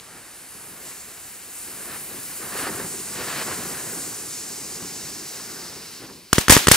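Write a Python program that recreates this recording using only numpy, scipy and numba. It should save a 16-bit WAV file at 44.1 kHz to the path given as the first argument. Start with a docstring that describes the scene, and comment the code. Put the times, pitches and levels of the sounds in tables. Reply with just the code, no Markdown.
"""Fountain fireworks on a lawn

Small fountains burn at night a few metres from two close microphones. Gas jets hiss as filtered noise,
flames roar, flutter and sputter, and more tubes light. At the end crackle stars burst as pressure pulses
and sprays of cracking grains, overload the recorder and ring off the yard; a faint rumble lies far behind."""
import sys
import numpy as np
from scipy import signal
from scipy.fft import rfft, irfft
from scipy.io import wavfile
from scipy.ndimage import uniform_filter1d
from numba import njit

SR = 44100
rng = np.random.default_rng(int(sys.argv[2]) if len(sys.argv) > 2 else 0)


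def log_audio(samples):
    """Write samples as a 16-bit WAV file to the path given in sys.argv[1]."""
    # one column per channel
    frames = np.atleast_2d(samples).T
    # limit to full scale, then quantise
    limited = np.clip(frames, -1, 1)
    pcm = np.round(limited * 32767).astype(np.int16)
    wavfile.write(sys.argv[1], SR, pcm)


N = 298115  # samples

# Nozzle jets, levels before flutter and microphone colour: (time [s], wide-nozzle level [dB],
# mean centre [Hz], narrow-nozzle level [dB], mean centre [Hz], finest spark hiss level [dB])
NOZZLE_JETS = [(0.0, -51.5, 6760, -49, 9420, -51), (0.64, -49, 6710, -43, 10300, -44),
               (0.77, -48.5, 6930, -46.5, 10300, -42.5), (0.86, -41, 7300, -44.5, 10200, -40),
               (1.15, -45, 7160, -47, 9650, -41), (1.52, -45.5, 7300, -44.5, 9260, -39),
               (1.57, -43, 7200, -39.5, 9400, -37), (2.09, -43.5, 6800, -39.5, 10200, -35.5),
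               (2.72, -39, 6800, -36, 9400, -35), (3.04, -37.5, 7000, -36.5, 9000, -36.5),
               (3.32, -36, 6800, -38.5, 9100, -32.5), (3.95, -36.5, 6900, -35.5, 9180, -34.5),
               (4.2, -36.5, 6770, -38.5, 9200, -38.5), (4.92, -36, 6200, -42.5, 9000, -39),
               (5.5, -38.5, 5800, -45, 9100, -39.5), (5.95, -42, 5200, -49, 9300, -43),
               (6.27, -52, 4950, -58, 9700, -51.5)]
# Dips and lifts in the steady fountain sound, as the microphones colour it:
# (centre [Hz], half width [Hz], gain [dB])
FOUNTAIN_COLOUR = [(3370, 246, -4), (6070, 580, -3), (7670, 1200, 2), (4850, 370, 1.5)]
# Steady burn, before flares, flutter and microphone colour: (time [s], roar level [dB], rush level [dB],
# sizzle level [dB])
STEADY_BURN = [(0.0, -56, -50, -51), (0.44, -55.5, -51, -50.5), (0.75, -50.5, -49.5, -50),
               (1.1, -54, -50, -49), (1.53, -55, -51.5, -49), (1.83, -45.5, -45.5, -46),
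               (2.02, -46.5, -48.5, -46.5), (2.38, -49.5, -48, -46), (2.9, -43.5, -45, -45.5),
               (3.12, -44.5, -45, -45), (3.6, -38.5, -39, -41.5), (3.95, -41, -43.5, -44.5),
               (4.3, -45.5, -48, -47), (5.0, -43.5, -48, -46), (5.3, -46.5, -48, -48),
               (5.6, -44, -45, -47.5), (5.98, -49.5, -52.5, -48.5), (6.14, -47.5, -59, -53),
               (6.27, -58.5, -61.5, -55)]
# Flare-ups over the steady burn: (start [s], rise [s], hold [s], roar gain [dB], rush gain [dB],
# sizzle gain [dB])
FLARE_UPS = [(0.06, 0.11, .01, 5, 3.5, 0.5), (0.805, 0.076, .04, 2.5, 2, 3.5), (1.868, .03, 0.062, 3, 6, 3),
             (2.08, 0.025, 0.077, 3, 2.5, 0.6), (2.275, 0.033, .01, 1, 4.5, 2),
             (2.393, 0.028, 0.4, 8, 7.5, 2.5), (2.5, .11, 0.068, 0, 7, 8), (2.78, 0.013, .01, 2, 1, 2),
             (2.827, 0.026, .004, 5, 2, 2), (2.946, 0.055, .01, 4.5, -3, 2.5),
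             (3.111, .11, 0.019, 5.5, 8.5, 8), (3.243, 0.042, 0.14, 2, 8.5, 8.5),
             (3.456, .03, 0.047, 7, 8, 6), (3.68, 0.1, .03, -0.5, 3, 2.5), (3.855, 0.026, .01, 0, 0.5, 0),
             (4.79, 0.028, .01, 3, 2, -1), (5.31, .03, 0.054, 0, 2.5, 3), (5.707, 0.04, .02, 3, -0.5, 0.6),
             (6.0, 0.043, .01, 10, 10, 5.5), (6.08, .015, 0.015, 8, 8.5, 0.6)]
# Single sputters of the flame, before their fade: (time [s], level [dB], pitch [Hz])
SPUTTERS = [(0.55, -38, 166), (1.249, -38, 121), (1.681, -36, 328), (1.959, -43, 159), (2.402, -33, 431),
            (2.552, -22.5, 413), (2.627, -20.5, 285), (2.667, -17, 392), (2.689, -21.5, 398),
            (2.799, -21, 330), (2.844, -22, 165), (3.379, -38, 470), (3.478, -24, 337), (3.93, -29.5, 424),
            (6.018, -40, 256), (6.085, -37, 161)]
# Spectrum shapes of the flame's three layers: (frequency [Hz], relative level per Hz [dB])
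ROAR_SPECTRUM = [(13, -53), (22, -11), (52, -9), (163, 0.5), (237, -0.5), (401, 1), (583, -11), (735, -11),
                 (900, -11.5), (1170, -11), (1980, -120)]
RUSH_SPECTRUM = [(290, -30), (500, 1), (562, -4.5), (726, -0.5), (868, -3.5), (1430, -1), (1800, -0.5),
                 (2600, -16.5), (3380, -28), (5720, -120)]
SIZZLE_SPECTRUM = [(1200, -46), (2000, 1), (2700, 1), (4500, -2.5), (6000, -8.5), (9000, -38)]
# Crackle stars and a few of their faint wall echoes:
# (time [s], blast gain [dB], suction length [s], spray gain [dB], spray 60 dB decay [s])
BURSTS = [(6.3299, -2.5, 0.00068, -8, 0.022), (6.3824, -5.5, 0.0012, -4.5, 0.028),
          (6.4826, -5, .0005, -9.5, .02), (6.4961, -5.5, 0.0011, 1.5, .03),
          (6.4998, 7.5, 0.00097, -1, 0.09), (6.5220, -1, 0.001, -5, 0.1), (6.5480, -16, 0.00051, -16, .05),
          (6.5660, -2, 0.001, -12, .04), (6.5731, -10.5, 0.00075, -15, 0.024),
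          (6.5757, -19, .0005, -15, 0.027), (6.6708, -5.5, 0.00073, -2.5, 0.016),
          (6.6832, -3, 0.001, -15, 0.028), (6.6848, -14, 0.00053, -4, 0.022),
          (6.7010, -23, 0.00037, -26, .02), (6.7140, 3.5, 0.00087, 3, 0.032),
          (6.7290, -28, 0.0005, -16, 0.2), (6.7385, -26, 0.00084, -13, 0.035)]
# Spectrum shapes of grain spray, yard tail and distant rumble: (frequency [Hz], relative level per Hz [dB])
SPRAY_SPECTRUM = [(35, -30), (60, 0), (335, -12), (909, 1.5), (1070, -7), (1320, -19), (1820, 1),
                  (2250, -0.5), (2900, -8), (8850, 1), (15500, -11.5)]
YARD_SPECTRUM = [(24, -41), (40, -11), (103, -6), (280, 3), (508, -1.5), (1220, 2.5), (1340, 2), (2770, 4),
                 (7890, 1), (15500, -4)]
NIGHT_SPECTRUM = [(15, -10), (30, 9), (70, 9), (150, -3), (400, -17)]
# Likeness of the two microphones for near sources: (frequency [Hz], correlation [0-1])
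NEAR_LIKENESS = [(40, 0.89), (300, 0.94), (1400, 0.95), (3100, 0.89), (7000, 0.94), (15000, 0.89)]
# Bursts fill a wide arc of sky, so the sides agree less: (frequency [Hz], correlation [0-1])
SKY_LIKENESS = [(40, 0.7), (300, 0.43), (700, 0.53), (2400, 0.36), (7000, 0.73), (15000, 0.46)]

HUMP_SHARE, NARROW_SHARE = 0.57, 0.71  # wide hump's width over its centre; narrow hump's share of that
SPURT_S, SPURT_DB, SPURT_WIDTH_S = 2.6, 3.5, .035  # one brief spurt from all nozzles
CALM_DB, UNREST = -52, 0.046  # flutter scale grows by UNREST dB for each dB of roar above CALM_DB
THROAT_HZ, THROAT_WANDER = 1490, 0.054  # resonance in the rush, and the share by which it wanders
THROAT_GAIN, THROAT_SHARE = 0.43, 0.97  # amplitude; width over centre
FLARE_FALL_S, PUFF_T60_S = 0.024, .033
STARS_LEFT_DB = .4  # the stars burst a little left of centre
SPRAY_ONSET_S = 0.00054  # the grains catch just after the blast
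CRACKS_PER_S, CRACK_DB, CRACK_SPREAD_DB = 440, -9.5, 1
GROUND_S, GROUND_GAIN, GROUND_HZ = .00062, .95, 9000  # lawn echo: delay, amplitude, treble corner
YARD_DB, YARD_T60_S, YARD_TREBLE_T60_S, YARD_ONSET_S = -9.5, 0.41, 0.33, 0.016
WALL_S, WALL_SPREAD_S, WALL_DB = 0.028, 0.0049, 4.5  # the nearest wall answers in a clump
NIGHT_DB = -60  # mean level of the rumble
BASS_LEFT_DB, BASS_LEFT_HZ = 2, 200  # left over right at the lowest bass; halved in dB at this frequency
PORT_LAG_S, MIC_HZ, TOP_HZ = .000025, 58.6, 15617  # left lead; bass corner; treble edge


def jets():
    """Turbulent gas from two sizes of nozzle: two hiss humps, the lower sinking as the holes burn wider."""
    wide_db, wide_hz, narrow_db, narrow_hz, fine_db = curves(NOZZLE_JETS)
    fine_spectrum = [(6000, -29), (10000, -8.5), (12000, -6), (15500, -4.5)]  # (frequency [Hz], level [dB])
    out = colour(pair(), fine_spectrum) * undb(fine_db + 0.64 * walk(20))
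    nozzles = (
        (wide_db, wide_hz, HUMP_SHARE),
        (narrow_db, narrow_hz, NARROW_SHARE * HUMP_SHARE),
    )
    for db, mean_hz, share in nozzles:
        hz = mean_hz * (1 + 0.014 * walk(9))
        share = np.full(N, share)
        # two passes: the second is broader
        hump = np.array([svf(svf(side, hz, share), hz, 3.2 * share) for side in pair()])
        hump /= np.sqrt(uniform_filter1d(np.mean(hump ** 2, 0), SR // 4))  # even out slow level drift
        out += hump * undb(db + .7 * walk(14) + .9 * walk(50))
    spurt_db = SPURT_DB * np.exp(-((np.arange(N) / SR - SPURT_S) / SPURT_WIDTH_S) ** 2)
    return out * undb(spurt_db)


def flames():
    """Burning gas: roar, rush and sizzle flutter together, more so in a flare, under single sputters."""
    roar_db, rush_db, sizzle_db = curves(STEADY_BURN) + flares()
    flutter_db = UNREST * np.maximum(roar_db - CALM_DB, 0) * (walk(55) + 1.1 * walk(150))
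    out = colour(pair(), ROAR_SPECTRUM) * undb(roar_db + flutter_db + 1.2 * walk(25.03))
    rush = colour(pair(), RUSH_SPECTRUM)
    throat_hz = THROAT_HZ * (1 + THROAT_WANDER * walk(5.1))
    throat_share = np.full(N, THROAT_SHARE)
    rush += THROAT_GAIN * np.array([svf(side, throat_hz, throat_share) for side in rush])
    out += unit(rush) * undb(rush_db + 1.1 * flutter_db + 0.19 * walk(30))
    out += colour(pair(), SIZZLE_SPECTRUM) * undb(sizzle_db + 1.45 * flutter_db)
    add_sputters(out)
    return out


def flares():
    """Every flare-up rises, holds and drops back; overlapping gains add in dB."""
    t = np.arange(N) / SR
    gains_db = 0
    for start, rise, hold, *gain_db in FLARE_UPS:
        corners = np.cumsum([0, rise, hold, FLARE_FALL_S])
        shape = np.interp(t - start, corners, [0, 1, 1, 0])
        gains_db = gains_db + np.outer(gain_db, shape)
    return gains_db


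def add_sputters(out):
    """A puff of flame is a short pitched thump with rush-coloured grit, the same on both sides."""
    t = np.arange(SR // 10) / SR
    fade = (1 - np.exp(-t / 0.0021)) * 1000 ** (-t / PUFF_T60_S)
    grits = colour(rng.standard_normal((len(SPUTTERS), len(t))), RUSH_SPECTRUM)
    for (s, db, hz), grit in zip(SPUTTERS, grits):
        i = int(s * SR)
        out[:, i:i + len(t)] += undb(db) * fade * (np.sin(2 * np.pi * hz * t) + 0.58 * grit)


def stars():
    """Each burst, or its faint echo, is a blast and a dying spray of grains with small cracks inside it."""
    blasts, spray_power = np.zeros((2, N + SR)), np.zeros((2, N + SR))
    t = np.arange(SR // 2) / SR
    pan = undb(np.array([[STARS_LEFT_DB], [-STARS_LEFT_DB]]) / 2)
    onset = 1 - np.exp(-(t / SPRAY_ONSET_S) ** 2)
    for s, blast_db, suck, spray_db, t60 in BURSTS:
        i = int(s * SR)
        blasts[:, i:i + len(t)] += undb(blast_db) * pan * blast(t, suck)
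        envelope = undb(spray_db) * pan * onset * 1000 ** (-t / t60)
        spray_power[:, i:i + len(t)] += envelope ** 2  # overlapping sprays add in power
    spray = np.sqrt(spray_power[:, :N])
    struck = rng.random(N) < CRACKS_PER_S / SR
    size = struck * undb(CRACK_DB + CRACK_SPREAD_DB * np.minimum(rng.exponential(size=N), 4))
    crack_pan = undb(2.6 * rng.standard_normal(N) * np.array([[1], [-1]]))
    crack = blast(t[None, :64], 0.00042)
    cracks = signal.fftconvolve(spray * size * crack_pan, crack, axes=1)[:, :N]
    grains = colour(pair(SKY_LIKENESS), SPRAY_SPECTRUM) * undb(4.8 * walk(400) + 1.4 * walk(90))
    return blasts[:, :N] + cracks, spray * grains


def blast(t, suck):
    """A steep pressure peak, then a longer suction."""
    peak = 3.2 * np.exp(-t / .00009)
    suction = 1.5 * np.sin(np.pi * np.minimum(t / suck, 1)) ** .6
    return peak - suction


def ground(x):
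    """The lawn returns a duller copy a moment later."""
    hz = np.fft.rfftfreq(N, 1 / SR)
    delay = np.exp(-2j * np.pi * hz * GROUND_S)
    echo = GROUND_GAIN * delay / (1 + 1j * hz / GROUND_HZ)
    return irfft(rfft(x) * (1 + echo), N)


def yard(x):
    """Fences and walls return the energy of each burst as a diffuse tail; the treble dies first."""
    t = np.arange(SR // 2) / SR
    tail = colour(pair(SKY_LIKENESS), YARD_SPECTRUM)
    low = signal.sosfilt(signal.butter(1, 4000, fs=SR, output="sos"), tail)
    wall_db = WALL_DB * np.exp(-((t - WALL_S) / WALL_SPREAD_S) ** 2)
    onset = 1 - np.exp(-(t / YARD_ONSET_S) ** 2)
    power = np.mean(x ** 2, 0)
    out = 0
    for band, t60 in ((low, YARD_T60_S), (tail - low, YARD_TREBLE_T60_S)):
        fade = onset * undb(wall_db - 60 * t / t60) ** 2
        energy = signal.fftconvolve(power, fade / fade.sum())[:N]
        out = out + band * np.sqrt(np.maximum(energy, 0))
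    return undb(YARD_DB + 1.1 * walk(56)) * out


def night():
    """Distant rumble: bass-heavy noise whose level drifts slowly."""
    return colour(pair(), NIGHT_SPECTRUM) * undb(NIGHT_DB + 2.0 * walk(3))


def microphone_colour(x):
    """The microphones' dips and lifts in the steady fountain sound, as resonance-shaped gains."""
    hz = np.fft.rfftfreq(N, 1 / SR)
    gain_db = sum(db / (1 + ((hz - f) / width) ** 2) for f, width, db in FOUNTAIN_COLOUR)
    return irfft(rfft(x) * undb(gain_db), N)


def pair(likeness=NEAR_LIKENESS):
    """White noise on two microphones, correlated by frequency through its mid and side parts."""
    alike = table(likeness, np.fft.rfftfreq(N, 1 / SR))
    mid, side = rfft(rng.standard_normal((2, N)))
    mid = mid * np.sqrt(1 + alike)
    side = side * np.sqrt(1 - alike)
    return irfft(np.array([mid + side, mid - side]), N) / np.sqrt(2)


def colour(x, points):
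    """Shape by a spectrum; rms 1."""
    n = x.shape[-1]
    gain = undb(table(points, np.fft.rfftfreq(n, 1 / SR)))
    return unit(irfft(rfft(x) * gain, n))


def walk(rate):
    """Random levels, rate per second, slewed twice; spread near 1."""
    k = int(SR / rate)
    held = np.repeat(rng.standard_normal(N // k + 1), k)
    return 1.19 * uniform_filter1d(uniform_filter1d(held, k), k)[:N]


@njit
def svf(x, hz, share):
    """Band-pass whose centre and relative width can move every sample."""
    y, band, low = np.empty(len(x)), 0., 0.
    for i in range(len(x)):
        g = np.tan(np.pi * hz[i] / SR)
        v = (band + g * (x[i] - low)) / (1 + g * (g + share[i]))
        band = 2 * v - band
        low = low + 2 * g * v
        y[i] = share[i] * v
    return y


def curves(rows):
    """Draw straight lines through each column against the times in the first."""
    s, *columns = np.transpose(rows)
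    return [np.interp(np.arange(N) / SR, s, column) for column in columns]


def table(points, hz):
    """Read (frequency [Hz], value) points on a log-frequency axis."""
    f, v = np.transpose(points)
    return np.interp(np.log(np.maximum(hz, 1)), np.log(f), v)


def undb(db):
    """Decibels to amplitude."""
    return 10 ** (np.asarray(db) / 20)


def unit(x):
    """Scale to rms 1."""
    return x / np.sqrt(np.mean(x ** 2))


def scene():
    """Fountains and bursts up close, their returns from lawn and yard, and the night far off."""
    blasts, spray = stars()
    fountains = microphone_colour(jets() + flames())
    bursts = ground(blasts) + spray
    return fountains + bursts + yard(blasts + spray) + night()


def record(dry):
    """The left port hears sooner and more bass; the bass rolls off, peaks clip, the top is cut."""
    hz = np.fft.rfftfreq(N, 1 / SR)
    # each side takes half of the level and time difference
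    bass = undb(BASS_LEFT_DB / (1 + hz / BASS_LEFT_HZ) / 2)
    left = bass * np.exp(1j * np.pi * hz * PORT_LAG_S)
    ports = irfft(rfft(dry) * np.array([left, 1 / left]), N)
    ports = signal.sosfilt(signal.butter(2, MIC_HZ, "high", fs=SR, output="sos"), ports)
    top = signal.ellip(10, .2, 70, TOP_HZ, fs=SR, output="sos")
    return signal.sosfilt(top, np.clip(ports, -.9, .9))


dry = scene()
out = record(dry)
log_audio(out)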